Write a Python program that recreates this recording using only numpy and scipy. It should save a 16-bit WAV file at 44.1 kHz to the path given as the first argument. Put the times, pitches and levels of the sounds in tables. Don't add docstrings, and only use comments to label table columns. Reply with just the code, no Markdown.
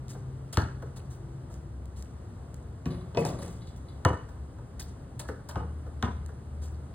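import sys
import numpy as np
from scipy import signal
from scipy.fft import rfft, irfft, next_fast_len
from scipy.io import wavfile
from scipy.ndimage import map_coordinates

SR = 44100
rng = np.random.default_rng(int(sys.argv[2]) if len(sys.argv) > 2 else 0)


def generate_wav(signal):
    frames = np.transpose(np.atleast_2d(signal))
    scaled = np.clip(frames, -1, 1) * 32767
    pcm = np.round(scaled).astype(np.int16)
    wavfile.write(sys.argv[1], SR, pcm)


N = 306054
T = np.arange(round(.7 * SR)) / SR
TOP_HZ = 15900

# f/Hz, relative level/dB, time to fall 60 dB/s
BALL_MODES = [(379.5, -8.5, 0.31), (475.7, -1.5, 0.21), (544, -5.5, 0.21), (687, -6, 0.18),
              (961, -4, 0.078), (990, -0.5, 0.22), (1248, -3.5, 0.12), (1500, -13, 0.41), (1819, 2, 0.07),
              (2920, -3.5, 0.1)]
# f/Hz, relative level/dB
PAT_COLOUR = [(80, -4), (220, 0), (490, 6), (800, 3.5), (1300, 2), (1800, -5), (2400, -25), (5000, -21),
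              (16000, -32)]
# f/Hz, relative level/dB
SCRAPE_COLOUR = [(200, 4), (1500, 10), (2300, 3), (3600, 6.5), (6000, 14), (8500, 11.5), (11000, 8),
                 (16000, -3)]


def amp(db):
    return 10 ** (np.asarray(db) / 20)


def unit(x):
    return x / np.sqrt(np.mean(x ** 2) + 1e-20)


def along(points, hz):
    f, v = np.transpose(points)
    return np.interp(np.log(hz + 1), np.log(f + 1), v)


def wobble(rate, size=N):
    knots = rng.standard_normal(int(size * rate / SR) + 4)
    return map_coordinates(knots, [np.arange(size) * rate / SR])


def filtered(x, response):
    n = x.shape[-1]
    m = next_fast_len(n + 8192)
    spectrum = rfft(x, m) * response(np.fft.rfftfreq(m, 1 / SR))
    return irfft(spectrum, m)[..., :n]


def noise(colour, size=len(T)):
    return unit(filtered(rng.standard_normal(size), lambda hz: amp(along(colour, hz))))


def diffuse(pair):
    # f/Hz, likeness (1 = the same)
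    likeness = [(100, 0.99), (350, 0.93), (800, 0.32), (1300, 0.46), (2400, 0.7), (4300, 0.27), (5600, 1),
                (8500, 1), (12000, 1), (16000, 0.78)]
    turn = lambda hz: np.arccos(np.clip(along(likeness, hz), -1, 1)) / 2
    mid, side = filtered(pair, lambda hz: np.array([np.cos(turn(hz)), np.sin(turn(hz))]))
    return np.array([mid + side, mid - side])


def fade(t60, attack):
    return amp(-60 * T / t60) * (1 - np.exp(-T / attack))


def ring(modes, spread_db, blur, attack=0.0011):
    hz, db, t60 = np.transpose(modes)[:, :, None]
    drift = blur * np.cumsum(rng.standard_normal((len(modes), len(T))), axis=1) / np.sqrt(SR)
    turns = hz * T + rng.random(hz.shape) + drift
    strengths = amp(db + spread_db * rng.standard_normal(hz.shape))
    return np.sum(strengths * fade(t60, attack) * np.sin(2 * np.pi * turns), axis=0)


def add(track, s, sound):
    start = max(round(s * SR), 0)
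    track[..., start:start + len(T)] += sound[..., :max(N - start, 0)]


def later(x, delay):
    return np.interp(T - delay, T, x, left=0)


def wall(x):
    wall_s, carport_s = .049, .076
    carport_db = -5
    copies = later(x, delay=wall_s) + amp(carport_db) * later(x, delay=carport_s)
    return filtered(copies, lambda hz: 1 / (1 + (hz / 1300) ** 2))


def in_yard(x, wet_db):
    # f/Hz, time to fall 60 dB/s
    yard_decay = [(80, 0.76), (300, 0.22), (1200, 0.43), (3500, 0.42), (9000, 0.41), (16000, 0.23)]
    hz, t, z = signal.stft(rng.standard_normal((2, len(T))), SR, nperseg=256)
    decaying = z * amp(-60 * t / along(yard_decay, hz)[:, None])
    tail = signal.istft(decaying, SR, nperseg=256)[1][:, :len(T)]
    clumps = amp(3.0 * wobble(210.0, size=len(T)))
    tail = diffuse(tail * clumps * (1 - np.exp(-(T / 0.0075) ** 2)))
    tail = tail / np.linalg.norm(tail[0])
    return x + amp(wet_db) * signal.oaconvolve(x[None], tail, axes=1)[:, :len(x)]


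def squashed(x, lag, corner_hz):
    return filtered(x, lambda hz: np.exp(-2j * np.pi * lag * corner_hz * np.arctan(hz / corner_hz)))


def thump(low_hz, sweep_hz, settle, swell):
    hz = low_hz + sweep_hz * np.exp(-T / settle)
    loudness = (T / swell * np.exp(1 - T / swell)) ** 4
    return loudness * np.sin(2 * np.pi * np.cumsum(hz) / SR)


def grains(length, hz, life, scatter_db, octaves, count):
    draws = rng.standard_normal((count, 2))
    starts = length * rng.beta(1.3, 3.0, count) * 2
    pitches = np.clip(hz * 2 ** (octaves * draws[:, 0]), 300, TOP_HZ)
    sizes = amp(scatter_db * np.tanh(draws[:, 1]))
    t = T[:len(T) // 10]
    out = np.zeros(len(T))
    for s, pitch, size in zip(starts, pitches, sizes):
        slot = out[int(s * SR):][:len(t)]
        contact = size * amp(-60 * t / life) * np.sin(2 * np.pi * pitch * t)
        slot += contact[:len(slot)]
    return out


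def rub(length, grain_db):
    slips = unit(amp(grain_db * wobble(702.0, size=len(T))))
    u = 4 * T / length
    return noise(SCRAPE_COLOUR) * slips * u * np.exp(1 - u)


def traffic():
    # f/Hz, relative level/dB
    road_colour = [(22, -34), (42, -8), (65, 2.5), (95, -1.5), (125, -1), (165, -9), (330, -18), (550, -24),
                   (1250, -31), (2400, -46), (4500, -48.5), (9500, -50), (13000, -59.5), (16000, -66)]
    # loudest moment t/s, half length/s, f/Hz, level/dB at the loudest moment before wavering
    engine_notes = [(.3, 0.51, 393.4, -60.5), (0.613, 0.69, 131.5, -44.5), (1.362, 0.35, 340.4, -59.5),
                    (1.842, 0.38, 66.1, -45), (3.89, 0.69, 67.96, -47.5), (6.268, 0.57, 75.26, -37)]
    rumble_db, air_db = -42.5, -39.5
    air_swell_db = .6
    engine_fade_db = 5
    t = np.arange(N) / SR
    bed = diffuse(np.array([noise(road_colour, size=N), noise(road_colour, size=N)]))
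    low = filtered(bed, lambda hz: 1 / (1 + (hz / 280) ** 4))
    rumble = amp(rumble_db + 0.097 * wobble(23.0)) * low
    air = amp(air_db + air_swell_db * wobble(3.87)) * (bed - low)
    out = rumble + air
    for s, half_length, hz, db in engine_notes:
        swell_db = db - engine_fade_db * ((t - s) / half_length) ** 2
        turns = np.cumsum(hz * (1 + 0.0053 * wobble(17))) / SR
        out = out + amp(swell_db + 3.6 * wobble(6.4)) * unit(np.sin(2 * np.pi * turns))
    return out


def insects():
    pitch_hz, width_hz, level_db = 9260, 150, -82
    start_s, rise_s = 2.9, 2.5
    hiss = rng.standard_normal((2, N))
    shrill = filtered(hiss, lambda hz: 1 / (1 + ((hz - pitch_hz) / width_hz) ** 2))
    rise = np.clip((np.arange(N) / SR - start_s) / rise_s, 0, 1)
    return amp(level_db) * rise * unit(diffuse(shrill))


def pat():
    return squashed(noise(PAT_COLOUR) * fade(t60=0.053, attack=0.0032), lag=0.00792, corner_hz=811)


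def grain():
    return noise(SCRAPE_COLOUR) * fade(t60=0.0056, attack=.0001)


def feet():
    # t/s, scrape level/dB, scrape length/s, heel level/dB
    footsteps = [(0.088, -51, 0.056, -67), (0.526, -40, 0.024, -38), (0.961, -51.5, 0.032, -47),
                 (1.101, -59, 0.059, -57), (1.498, -63.5, 0.1, -49), (1.96, -57, 0.078, -57),
                 (4.286, -64, 0.02, -45), (4.794, -41.5, 0.027, -69), (5.193, -39.5, 0.019, -35.5),
                 (5.487, -44, 0.02, -33.5), (6.616, -55.5, 0.079, -43)]
    # t/s, level/dB
    stones = [(0.0824, -41.5), (1.541, -43.5), (1.8565, -47), (2.025, -38.5), (2.5433, -38), (6.262, -37.5)]
    crunch_db = -4
    grit_hz, grit_life_s = 5250, 0.0069
    soles, heels = np.zeros(N), np.zeros(N)
    for s, scrape_db, length, heel_db in footsteps:
        add(heels, s, amp(heel_db) * pat())
        crunch = grains(length, hz=grit_hz, life=grit_life_s, scatter_db=5.0, octaves=0.89, count=36)
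        add(soles, s, amp(scrape_db) * (rub(length, grain_db=1.5) + amp(crunch_db) * crunch))
    for s, db in stones:
        add(soles, s, amp(db) * grain())
    return in_yard(soles, wet_db=-10.5) + in_yard(heels, wet_db=1.5)


def hands():
    # t/s, level/dB
    palm_touches = [(.145, -39), (0.82, -33.5), (4.582, -43.5), (5.284, -26.5), (5.861, -42),
                    (6.288, -40.5)]
    out = np.zeros((2, N))
    knock = thump(low_hz=400.5, sweep_hz=767, settle=0.00772, swell=0.016)
    for s, db in palm_touches:
        touch = amp(db) * (pat() + amp(-6.5) * knock)
        add(out, s, in_yard(touch, wet_db=-4.5) + amp(-26) * wall(touch))
    return out


def net():
    # t/s, level/dB, length/s
    net_strokes = [(3.171, -48.5, 0.053), (3.247, -42.5, 0.038), (3.383, -57.5, 0.23), (3.421, -51, 0.019),
                   (3.664, -65, 0.054), (3.76, -62, 0.019)]
    cords = np.zeros(N)
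    for s, db, length in net_strokes:
        flicks = grains(length, hz=6470, life=0.004, scatter_db=9.0, octaves=0.84, count=24)
        add(cords, s, amp(db) * (rub(length, grain_db=5.0) + flicks))
    return in_yard(cords, wet_db=-5.5)


def rattle():
    # f/Hz, relative level/dB
    chatter_colour = [(70, -24), (160, 11), (300, 7), (490, 5), (850, -1), (1200, -8), (1700, -18),
                      (2300, -26), (4000, -52), (7000, -31), (16000, -54)]
    mean_gap_s, spread_db = .014, 0.5
    gaps = mean_gap_s * (.4 + 1.2 * rng.random(64))
    sizes = amp(spread_db * rng.standard_normal(len(gaps)))
    starts = ((np.cumsum(gaps) - gaps[0]) * SR).astype(int)
    contacts = np.bincount(starts, sizes, len(T))[:len(T)]
    chatter = unit(signal.fftconvolve(contacts, fade(t60=0.17, attack=0.00046))[:len(T)])
    return noise(chatter_colour) * chatter * fade(t60=0.6, attack=0.0024)


def tinkle():
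    return grains(0.099, hz=2580, life=0.024, scatter_db=4.0, octaves=0.9, count=30)


def hoop():
    hoop_hits = [(2.857, -29.5, -39.5, -31.5, -41, -36.5), (3.148, -63, -34, -35, -57, -44),
                 (3.1717, -29, -31.5, -21, -25.5, -35), (3.247, -31, -33, -52, -44, -34),
                 (3.388, -40.5, -43, -40, -49, -53), (3.422, -40, -43.5, -42, -44, -50)]
    # t/s, level/dB, nominal f/Hz (each sinks from above it to below)
    hoop_knocks = [(2.942, -48, 1200), (3.012, -46, 1120), (3.152, -46, 1280), (3.161, -36, 750),
                   (3.222, -45, 2030), (3.250, -29, 826), (3.266, -36, 935), (3.426, -47.5, 1880)]
    # t/s, ring level/dB, high ping level/dB
    fitting_jingles = [(2.905, -52, -60), (2.944, -70, -61), (3.008, -64, -75), (3.185, -64, -62),
                       (3.258, -54, -54), (3.388, -57, -55), (3.422, -54, -55.5), (3.618, -56.5, -71),
                       (3.672, -58, -80), (3.884, -57.5, -65)]
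    # f/Hz, relative level/dB, time to fall 60 dB/s
    frame_modes = [(86, -5, 0.42), (121.6, 0, 0.58), (146, -4.5, 0.35), (172.9, -4.5, 0.57),
                   (273, 0.5, 0.13), (364, -17, 1), (477, -18, 0.12), (815, -29, 0.21), (1139, -15.5, 0.21),
                   (1165, -24, 1)]
    # f/Hz, relative level/dB, time to fall 60 dB/s
    rim_modes = [(1990, 4.5, 0.12), (2140, -8, 0.06), (2416, 5, 0.043), (2567, 2, 0.068), (2946, 2, 0.04),
                 (2940, -8, 0.033), (3560, -6, 0.05), (8300, 0, 0.021)]
    # f/Hz, relative level/dB, time to fall 60 dB/s
    steel_modes = [(2130, -9, 0.19), (2970, -11, 0.16), (3465, -8, 0.39), (3880, 0, 0.079),
                   (4030, -4, 0.11), (4370, -3, 0.074), (4730, -3, .09)]
    # f/Hz, relative level/dB, time to fall 60 dB/s
    ping_modes = [(9940, 0.5, 0.12), (10400, -3, .14), (13500, -18, .19)]
    # f/Hz, relative level/dB
    clank_colour = [(200, 23), (1200, -11), (2000, -2), (3000, 3), (4400, 5.5), (6000, 0), (8300, -23),
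                    (10000, -28), (16000, -55)]
    tinkle_db = -21
    blows, jingle = np.zeros(N), np.zeros(N)
    for s, ring_db, rattle_db, clank_db, air_db, slap_db in hoop_hits:
        frame = squashed(ring(frame_modes, spread_db=3.5, blur=0.9), lag=0.0061, corner_hz=400)
        rim = amp(-25.0) * ring(rim_modes, spread_db=6.5, blur=1.6)
        clank = noise(clank_colour) * fade(t60=0.013, attack=0.000081) + rim
        air = ring(BALL_MODES, spread_db=4.0, blur=1.97)
        air = filtered(air, lambda hz: 1 / (1 + (hz / 750) ** 4))
        slap = noise(PAT_COLOUR) * fade(t60=0.059, attack=0.00043)
        slap = squashed(slap, lag=0.00402, corner_hz=772)
        shaking = rattle() + amp(tinkle_db) * tinkle()
        metal = amp(ring_db) * frame + amp(clank_db) * clank + amp(rattle_db) * shaking
        add(blows, s, metal + amp(air_db) * air + amp(slap_db) * slap)
    for s, db, hz in hoop_knocks:
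        knock = thump(low_hz=0.855 * hz, sweep_hz=0.47 * hz, settle=0.0027, swell=0.0038)
        add(blows, s, amp(db) * knock)
    for s, db, ping_db in fitting_jingles:
        steel = amp(db) * ring(steel_modes, spread_db=0.5, blur=2.2)
        ping = amp(ping_db) * ring(ping_modes, spread_db=3.5, blur=3.0)
        add(jingle, s, steel + ping)
    return in_yard(blows, wet_db=-5.5) + in_yard(jingle, wet_db=-3)


def snap(hz):
    pitch = hz / (1 + T / 0.001613)
    return fade(t60=0.036, attack=0.0011) * np.sin(2 * np.pi * np.cumsum(pitch) / SR)


def click(hz):
    cycles = 19
    return ring([(hz, 0, cycles / hz)], spread_db=2, blur=9.6, attack=0.00054)


def bounces():
    # t/s, thump level/dB, thump's final f/Hz, thump rise/s, slap level/dB,
    # air ring level/dB, crack level/dB, snap level/dB, snap's starting f/Hz, brightness f/Hz,
    # wall echo gain/dB, yard answer gain/dB (the crack's is lower), click level/dB, click f/Hz
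    ball_bounces = [(0.5717, -14, 74.3, 0.013, -20.5, -43, -11.5, -18, 2615, 4500, -10.5, -3.5, -18.5, 1170),
                    (4.0499, -13, 84, 0.0138, -18.5, -27, -9.5, -16.5, 3020, 2300, -7.5, -8, -12, 1844),
                    (5.557, -23, 70.4, 0.016, -24.5, -42, -35, -27.5, 2180, 1160, -6, -3.5, -31.5, 1370),
                    (6.026, -22.5, 83, 0.019, -23, -37.5, -19, -24, 2983, 1900, -8.5, -2.5, -20, 3510)]
    # f/Hz, relative level/dB
    crack_colour = [(200, -33), (1000, 8), (1800, 7), (2300, -4), (3000, 2.5), (4400, 0.5), (6000, -3.5),
                    (8500, -8.5), (12000, -15.5), (16000, -19)]
    # f/Hz, relative level/dB
    slap_colour = [(60, -26), (170, 14.5), (300, 5.5), (520, -2), (850, 2), (1200, 1), (1750, -7),
                   (2300, -16.5), (3300, -20), (5500, -19.5), (9000, -22.5), (16000, -43)]
    ball_spread_db = 2
    out = np.zeros((2, N))
    for (s, thump_db, thump_hz, rise, slap_db, air_db, crack_db, snap_db, snap_hz, bright_hz,
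         echo_db, yard_db, click_db, click_hz) in ball_bounces:
        skin = amp(slap_db) * noise(slap_colour) * fade(t60=0.083, attack=0.000074)
        air = amp(air_db) * ring(BALL_MODES, spread_db=ball_spread_db, blur=2.08)
        body = filtered(skin + air, lambda hz: 1 / (1 + 1j * hz / bright_hz))
        slap = squashed(body, lag=0.006106, corner_hz=866) + amp(snap_db) * snap(snap_hz)
        crack = amp(crack_db) * noise(crack_colour) * fade(t60=0.0048, attack=0.00031)
        crack = crack + amp(click_db) * click(click_hz)
        low = amp(thump_db) * thump(low_hz=thump_hz, sweep_hz=121.0, settle=0.0081, swell=rise)
        add(out, s, in_yard(crack, wet_db=yard_db - 5.0))
        add(out, s, in_yard(slap, wet_db=yard_db))
        add(out, s, in_yard(low, wet_db=-13.5))
        add(out, s, amp(echo_db) * wall(low + slap))
    return out


def scene():
    return traffic() + insects() + feet() + hands() + net() + hoop() + bounces()


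def record(dry):
    # f/Hz, level/dB
    level_tilt = [(100, 1.44), (300, 1), (550, 3.5), (1100, 0.5), (2000, -2.5), (4000, 3), (8000, 0.3)]
    # f/Hz, lead/radians
    phase_lead = [(100, 0), (500, -.2), (1200, -1), (1850, .3), (2400, 2.2), (3000, 1), (3900, .9),
                  (5400, 3.1), (7000, 4.5), (8500, 6.2), (9600, 7), (11800, 9.4), (14800, 12.4)]
    halves = np.array([[.5], [-.5]])
    ports = lambda hz: halves * (np.log(amp(along(level_tilt, hz))) + 1j * along(phase_lead, hz))
    low_cut = lambda hz: 1 - 1 / (1 + (hz / 31) ** 7)
    return filtered(dry, lambda hz: np.exp(ports(hz)) * low_cut(hz) * (hz < TOP_HZ))


dry = scene()
out = record(dry)
generate_wav(out)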